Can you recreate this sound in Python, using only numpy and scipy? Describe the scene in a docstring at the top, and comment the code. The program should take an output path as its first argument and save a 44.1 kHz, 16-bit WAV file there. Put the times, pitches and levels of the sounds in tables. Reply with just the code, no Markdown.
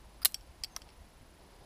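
"""A carabiner's gate scrapes and snaps shut; the carabiner then knocks on a hand-held metal rope device.
Each strike superposes an impulsive tick, decaying noise and damped sinusoidal modes of the struck part.
Friction adds scrapes, squeaks and squeals; a weak scatter of decaying noise follows all the metal.
Filtered noise gives the rope's rustle and rasps, soft handling bumps, quiet outdoor air and a low
microphone rumble; a very faint pulsed whine comes from the camera's electronics."""
import sys
import numpy as np
from scipy import signal
from scipy.fft import rfft, irfft
from scipy.io import wavfile
from scipy.ndimage import uniform_filter1d

SR = 44100
rng = np.random.default_rng(int(sys.argv[2]) if len(sys.argv) > 2 else 0)


def bounce(signal):
    """Save signal as a 16-bit WAV file at the path given by the first command-line argument."""
    frames = np.transpose(np.atleast_2d(signal))
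    limited = np.clip(frames, -1, 1)
    pcm = np.round(limited * 32767).astype(np.int16)
    wavfile.write(sys.argv[1], SR, pcm)


N = 72765  # samples


# Gate contacts, glancing then seating: t/s, crack level/dB, ring level/dB, treble tilt/(dB per octave),
# contact time/s, favoured f/Hz, tick level/dB
GATE_CONTACTS = [(.2486, -16.5, -35.5, -0.5, 0.0023, 9260, -25), (.2550, -13, -8.5, 0, 0.0012, 10680, -19)]
# Modes of the carabiner: f/Hz, level/dB, t60/s
CARABINER_MODES = [(600, -27.5, 0.02244), (744, -29.5, 0.035), (1200, -25, 0.03), (1513, -23, 0.025),
                   (1806, -28, 0.029), (2144, -20.5, 0.025), (2850, -20, 0.035), (3170, -20.5, .024),
                   (3630, -16.5, .026), (4090, -9.5, 0.02), (4250, -15, 0.025), (4500, -24, 0.012),
                   (4800, -9.5, 0.013), (5240, -14.5, 0.022), (7670, -35, .06), (8300, -23, .028),
                   (10600, -20, 0.033), (10870, -24, 0.021), (10800, -18, .04), (11500, -29, .032),
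                   (12850, -23, .045), (12700, -35, .04)]
# Spectrum of the snap's crack: f/Hz, level/dB
SNAP_SPECTRUM = [(150, -35.5), (550, -18.5), (2000, -12), (3500, -11.5), (4200, 2.5), (5300, -18.5),
                 (6000, -7.5), (7300, -12), (8300, -0.5), (9700, -8), (10800, 2.5), (13200, 0.5),
                 (13850, -10), (14700, 2), (15400, -9.5)]


def gate_snaps():
    """Impact excitation: the closing gate sets the carabiner's modes ringing."""
    return strikes(GATE_CONTACTS, CARABINER_MODES, SNAP_SPECTRUM,
                   crack_t60_s=0.0093, wash_db=-17, wash_t60_s=0.075)


# Carabiner against rope device: t/s, crack level/dB, ring level/dB, treble tilt/(dB per octave),
# contact time/s, favoured f/Hz, tick level/dB
DEVICE_CONTACTS = [(.3439, -30, -28.5, 3.5, 0.00063, 5670, -31), (.4092, -64, -55.5, 3, 0.0009, 5460, -75),
                   (.6363, -30.5, -32.5, 3, 0.00092, 5050, -31),
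                   (.6447, -36, -34.5, 3.5, 0.0012, 4460, -60),
                   (.8181, -48, -47.5, -0.5, 0.00087, 5600, -63), (.8893, -57, -57, -5, .003, 3820, -67),
                   (.9025, -59.5, -67, -3, 0.0017, 3800, -68)]
# Modes of the rope device: f/Hz, level/dB, t60/s
DEVICE_MODES = [(2700, -14, .018), (3135, -6, .03), (3390, -10, .033), (4295, -11, .02), (4595, -13, .075),
                (5110, -6, .02), (5470, -6, .022), (5485, -21, .085), (7526, -14, .034), (8040, -20, .085),
                (9120, -24, .03), (11350, -28, .05), (12960, -25, .04), (14640, -24, .025)]
# Spectrum of a knock's crack: f/Hz, level/dB
KNOCK_SPECTRUM = [(200, -26), (1000, -5.5), (1500, -6.5), (2000, -5.5), (2700, 0.5), (3700, -16), (4500, 5),
                  (5600, 0.5), (6900, -18.5), (7700, -5), (9000, -7), (10500, -16.5), (11400, -10.5),
                  (13000, -16), (14800, -19), (15500, -34)]


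def device_knocks():
    """Impact excitation: the carabiner's blows set the rope device's modes ringing."""
    return strikes(DEVICE_CONTACTS, DEVICE_MODES, KNOCK_SPECTRUM,
                   crack_t60_s=0.019, wash_db=-31, wash_t60_s=0.074)


# Dull clacks of the side plate: t/s, crack level/dB, ring level/dB, treble tilt/(dB per octave),
# contact time/s, favoured f/Hz, tick level/dB
PLATE_CONTACTS = [(.7636, -35, -32, 0, .0007, 5650, -30), (.7665, -41, -39, -2, .001, 1250, -42)]
# Modes of the side plate, damped by the hand: f/Hz, level/dB, t60/s
PLATE_MODES = [(830, -14.5, 0.029), (1007, -2.5, 0.0071), (1264, -10.5, 0.031), (1810, -14, 0.022),
               (2110, -9.5, 0.016), (3325, -14.5, 0.041), (5600, -6, 0.0091), (6070, -2, 0.016)]
# Spectrum of a clack's crack: f/Hz, level/dB
CLACK_SPECTRUM = [(250, -22), (550, -12), (1200, 0), (2600, -17), (4300, -6), (5800, -2.5), (7000, -23),
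                  (8600, -3), (12000, -12.5), (14600, -7), (15400, -20)]


def plate_clacks():
    """Damped modal response: the hand-held side plate clacks with short-lived modes."""
    return strikes(PLATE_CONTACTS, PLATE_MODES, CLACK_SPECTRUM,
                   crack_t60_s=0.016, wash_db=-16, wash_t60_s=0.081)


# Wash of dense high modes, which outlast the low ones: f/Hz, level/dB
WASH_SPECTRUM = [(500, -12), (1500, -18), (4500, -1.5), (6500, -3), (8000, -2), (10000, -5.5), (12300, 1.5),
                 (14000, -8), (15400, -7)]
RISE_S = 0.00023


def strikes(contacts, modes, spectrum, crack_t60_s, wash_db, wash_t60_s):
    """Superposition at impact: tick, crack of chattering faces, wash of dense modes, and main modes."""
    out = np.zeros(N)
    t = np.arange(8192) / SR
    bins = np.fft.rfftfreq(len(t), 1 / SR)
    for s, crack_db, ring_db, tilt_db, contact_s, favoured_hz, tick_db in contacts:
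        chatter, dense = rng.standard_normal((2, len(t)))
        contact_spectrum = read(spectrum, bins) + emphasis(bins, tilt_db, favoured_hz)
        # The crack holds level during contact, then decays
        crack = shaped(chatter, contact_spectrum) * fade(t - contact_s, crack_t60_s)
        wash = shaped(dense, read(WASH_SPECTRUM, bins)) * fade(t, wash_t60_s)
        ring = np.zeros(len(t))
        for k, (hz, db, t60_s) in enumerate(modes):
            sign = (-1) ** k  # neighbouring modes start in opposite phase
            gain = amp(db + emphasis(hz, tilt_db, favoured_hz))
            ring += sign * gain * fade(t, t60_s) * np.sin(2 * np.pi * hz * t)
        onset = np.minimum(t / RISE_S, 1)
        noise_part = amp(crack_db) * (crack + amp(wash_db) * wash)
        add(out, s, onset * (noise_part + amp(ring_db) * ring))
        add(out, s + RISE_S, amp(tick_db) * tick(contact_spectrum))
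    return out


FAVOUR_DB, FAVOUR_WIDTH_HZ = 6.5, 300


def emphasis(hz, tilt_db, favoured_hz):
    """Selective excitation: each contact point tilts the spectrum and favours one region, in dB."""
    octaves = np.log2(np.maximum(hz, 500) / 6000)  # the tilt pivots at 6 kHz and is flat below 500 Hz
    favour = np.exp(-((hz - favoured_hz) / FAVOUR_WIDTH_HZ) ** 2)
    return tilt_db * octaves + FAVOUR_DB * favour


def tick(gain_db):
    """Minimum-phase impulse: the given spectrum's energy arrives as early as possible; peak 1."""
    two_sided_db = np.concatenate([gain_db, gain_db[-2:0:-1]])
    log_gain = np.log(amp(two_sided_db))
    # The Hilbert transform of the log gain gives the minimum phase
    response = np.exp(np.conj(signal.hilbert(log_gain)))
    pulse = irfft(response[:len(gain_db)])
    return pulse / np.max(abs(pulse))


# Gate sliding on metal: t/s, Gaussian decay time/s, rasp level/dB, squeak level/dB
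GATE_SLIPS = [(0.2185, 0.0056, -44, -45), (.2240, .004, -44.5, -54), (0.2283, .006, -43, -38.5),
              (0.2324, 0.0045, -51, -35.5)]
# Spectrum of the gate's rasp: f/Hz, level/dB
SCRAPE_SPECTRUM = [(300, -22), (1350, 9.5), (2000, -3), (5000, -3), (6500, -19), (8200, -8.5), (10000, 3),
                   (12500, -7), (15000, 1.5)]
SQUEAK_HZ, SQUEAK_T60_S, SCRAPE_RISE_S = 4850, 0.014, 0.0006


def gate_scrapes():
    """Sliding friction: each short slip of the gate gives a noise rasp and a decaying squeak."""
    out = np.zeros(N)
    t = np.arange(2048) / SR
    onset = np.minimum(t / SCRAPE_RISE_S, 1)
    for s, length_s, db, squeak_db in GATE_SLIPS:
        rasp = amp(db) * noise(SCRAPE_SPECTRUM, len(t)) * np.exp(-(t / length_s) ** 2)
        squeak = amp(squeak_db) * np.sin(2 * np.pi * SQUEAK_HZ * t) * fade(t, SQUEAK_T60_S)
        add(out, s, onset * (rasp + squeak))
    return out


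# Metal rubbing before the next strike: t/s, length/s, f/Hz, peak level/dB
METAL_SQUEALS = [(.588, 0.04, 6700, -74), (0.689, 0.07, 6320, -66.5)]
SQUEAL_WANDER_HZ = 25.1


def squeals():
    """Frictional oscillation: rubbing metal gives thin tones of slightly unsteady pitch."""
    out = np.zeros(N)
    for s, length_s, hz, db in METAL_SQUEALS:
        u = np.arange(0, length_s, 1 / SR) / length_s
        pitch = hz + SQUEAL_WANDER_HZ * drift(N, count=200)[:len(u)]
        swell = np.sin(np.pi * u ** 2) ** .5  # swells slowly, peaks late
        add(out, s, amp(db) * swell * np.sin(2 * np.pi * np.cumsum(pitch) / SR))
    return out


ECHO_DB, ECHO_T60_S, ECHO_DELAY_S = -33, 0.36, 0.006


def yard(x):
    """Diffuse scattering: ground and bushes return a weak, delayed, exponentially decaying tail."""
    t = np.arange(SR // 2) / SR
    arrival = np.clip(t / ECHO_DELAY_S - 1, 0, 1)  # silent for one delay, then grows over another
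    tail = rng.standard_normal(len(t)) * fade(t, ECHO_T60_S) * arrival
    return amp(ECHO_DB) * signal.fftconvolve(x, tail / np.linalg.norm(tail))[:N]


# Rope sliding through the hand: t/s, level/dB
ROPE_LEVEL = [(0, -66.5), (0.151, -63.5), (.3, -69), (.45, -64.5), (.58, -66.5), (.85, -62.5), (1.15, -67),
              (1.32, -67), (1.42, -62.5), (1.52, -63), (1.65, -60.5)]
# Spectrum of the rope's rustle: f/Hz, level/dB
ROPE_SPECTRUM = [(100, -23), (220, -2.5), (340, 3.5), (480, -1), (700, 1), (1050, -2), (1400, -25),
                 (5000, -12.5), (15000, -71)]
ROPE_GRAIN_DB = 1.5


def rope():
    """Amplitude-modulated friction noise: the sliding sheath gives a soft, grainy rustle."""
    level_db = np.interp(np.arange(N) / SR, *np.transpose(ROPE_LEVEL))
    grain = amp(ROPE_GRAIN_DB * drift(N, count=200))
    return amp(level_db) * unit(noise(ROPE_SPECTRUM, N) * grain)


# Rope settling against the metal: t/s, Gaussian decay time/s, level/dB
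ROPE_RASPS = [(0.29, 0.02, -61), (.3135, 0.0032, -52), (.3200, .004, -50)]
# Spectrum of a rasp: f/Hz, level/dB
RASP_SPECTRUM = [(1000, -10), (6000, -9), (8000, 1), (12500, -1), (15000, -5)]


def rasps():
    """Transient friction noise: the rope's sheath brushes the metal briefly and thinly."""
    out = np.zeros(N)
    t = np.arange(2048) / SR
    onset = np.minimum(t / SCRAPE_RISE_S, 1)
    for s, length_s, db in ROPE_RASPS:
        add(out, s, amp(db) * noise(RASP_SPECTRUM, len(t)) * onset * np.exp(-(t / length_s) ** 2))
    return out


# Soft handling bumps: t/s, level before the envelope/dB
HAND_BUMPS = [(.298, -45.5), (.492, -41.5), (0.605, -42.5), (0.807, -46), (1.005, -43), (1.206, -42),
              (1.424, -47.5)]
# Spectrum of a bump: f/Hz, level/dB
BUMP_SPECTRUM = [(20, -4.5), (50, 5), (90, -8), (180, -16), (400, -32), (1500, -64)]
BUMP_PEAK_S = 0.01


def bumps():
    """Low-frequency handling noise: moving hands nudge the microphone with dull, low pulses."""
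    out = np.zeros(N)
    t = np.arange(8192) / SR
    envelope = t / BUMP_PEAK_S * np.exp(-t / BUMP_PEAK_S)
    for s, db in HAND_BUMPS:
        add(out, s, amp(db) * noise(BUMP_SPECTRUM, len(t)) * envelope)
    return out


# Spectral density of outdoor air and microphone rumble: f/Hz, relative level/dB
AIR_SPECTRUM = [(12, -28.5), (20, -5.5), (55, 0.5), (86, -12), (301, -19), (422, -29), (485, -24.5),
                (976, -25), (2020, -28.5), (9670, -39.5), (10500, -40), (14700, -42.5), (16000, -47)]
AIR_DB, RUMBLE_SWAY_DB, RUMBLE_HZ = -57.5, 1, 130


def air():
    """Broadband ambient noise: a steady hush whose low rumble is modulated into small lumps."""
    hush = noise(AIR_SPECTRUM, N)
    low_pass = signal.butter(2, RUMBLE_HZ, fs=SR, output="sos")
    low = signal.sosfiltfilt(low_pass, hush)
    sway = amp(RUMBLE_SWAY_DB * drift(N, count=1500))
    rumble = np.std(low) * unit(low * sway)
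    return amp(AIR_DB) * (hush - low + rumble)


WHINE_HZ, WHINE_DB, WHINE_WANDER_HZ = 10280, -73.5, 12
WHINE_PULSES_PER_S, WHINE_FIRST_S = 23.976, 0.014  # the second is the middle of the first pulse


def whine():
    """Gated tone: the camera's electronics whine faintly, on and off at a steady rate."""
    hz = WHINE_HZ + WHINE_WANDER_HZ * drift(N, count=400)
    tone = unit(np.sin(2 * np.pi * np.cumsum(hz) / SR))
    since_first_s = np.arange(N) / SR - WHINE_FIRST_S
    on = np.cos(2 * np.pi * WHINE_PULSES_PER_S * since_first_s) > 0
    gate = uniform_filter1d(on * 1., size=90)  # softened edges
    return amp(WHINE_DB) * gate * tone


def amp(db):
    """Logarithmic level: converts decibels to amplitude gain."""
    return 10 ** (np.asarray(db) / 20)


def unit(x):
    """Root-mean-square normalisation: scales to rms 1."""
    return x / np.sqrt(np.mean(x ** 2) + 1e-20)


def read(points, hz):
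    """Logarithmic frequency scale: interpolates a spectrum in dB between its points."""
    f, db = np.transpose(points)
    return np.interp(np.log(hz + 1), np.log(f + 1), db)


def add(mix, s, sound):
    """Linear superposition: adds a sound into the mix, in place, from time s."""
    part = mix[round(s * SR):][:len(sound)]
    part += sound[:len(part)]


def shaped(x, gain_db):
    """Spectral filtering: weights each frequency by a gain in dB, then scales to rms 1."""
    return unit(irfft(rfft(x) * amp(gain_db), len(x)))


def noise(spectrum, size):
    """Coloured noise: white noise filtered to a spectrum, rms 1."""
    return shaped(rng.standard_normal(size), read(spectrum, np.fft.rfftfreq(size, 1 / SR)))


def drift(size, count):
    """Slow random modulation: noise smoothed twice over count samples, rms 1."""
    smooth = uniform_filter1d(rng.standard_normal(size), count)
    return unit(uniform_filter1d(smooth, count))


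def fade(t, t60):
    """Exponential decay: falls by 60 dB in t60 seconds, level before t = 0."""
    return np.exp(-np.log(1000) * np.maximum(t, 0) / t60)


def scene():
    """Superposition of sources: metal with its scatter, rope, handling and background."""
    metal = gate_snaps() + device_knocks() + plate_clacks() + gate_scrapes() + squeals()
    foreground = metal + yard(metal) + rope() + rasps() + bumps()
    return (foreground + air() + whine())[None]


CEILING, EDGE_HZ = 1.0, 15200  # full-scale amplitude; upper band edge


def record(dry):
    """Saturation and band limiting: the camera rounds off high peaks, then removes the top treble."""
    rounded = CEILING * np.tanh(dry / CEILING)
    low_pass = signal.firwin(201, EDGE_HZ, window=("kaiser", 8), fs=SR)
    return signal.oaconvolve(rounded, low_pass[None], "same")


dry = scene()
out = record(dry)
bounce(out)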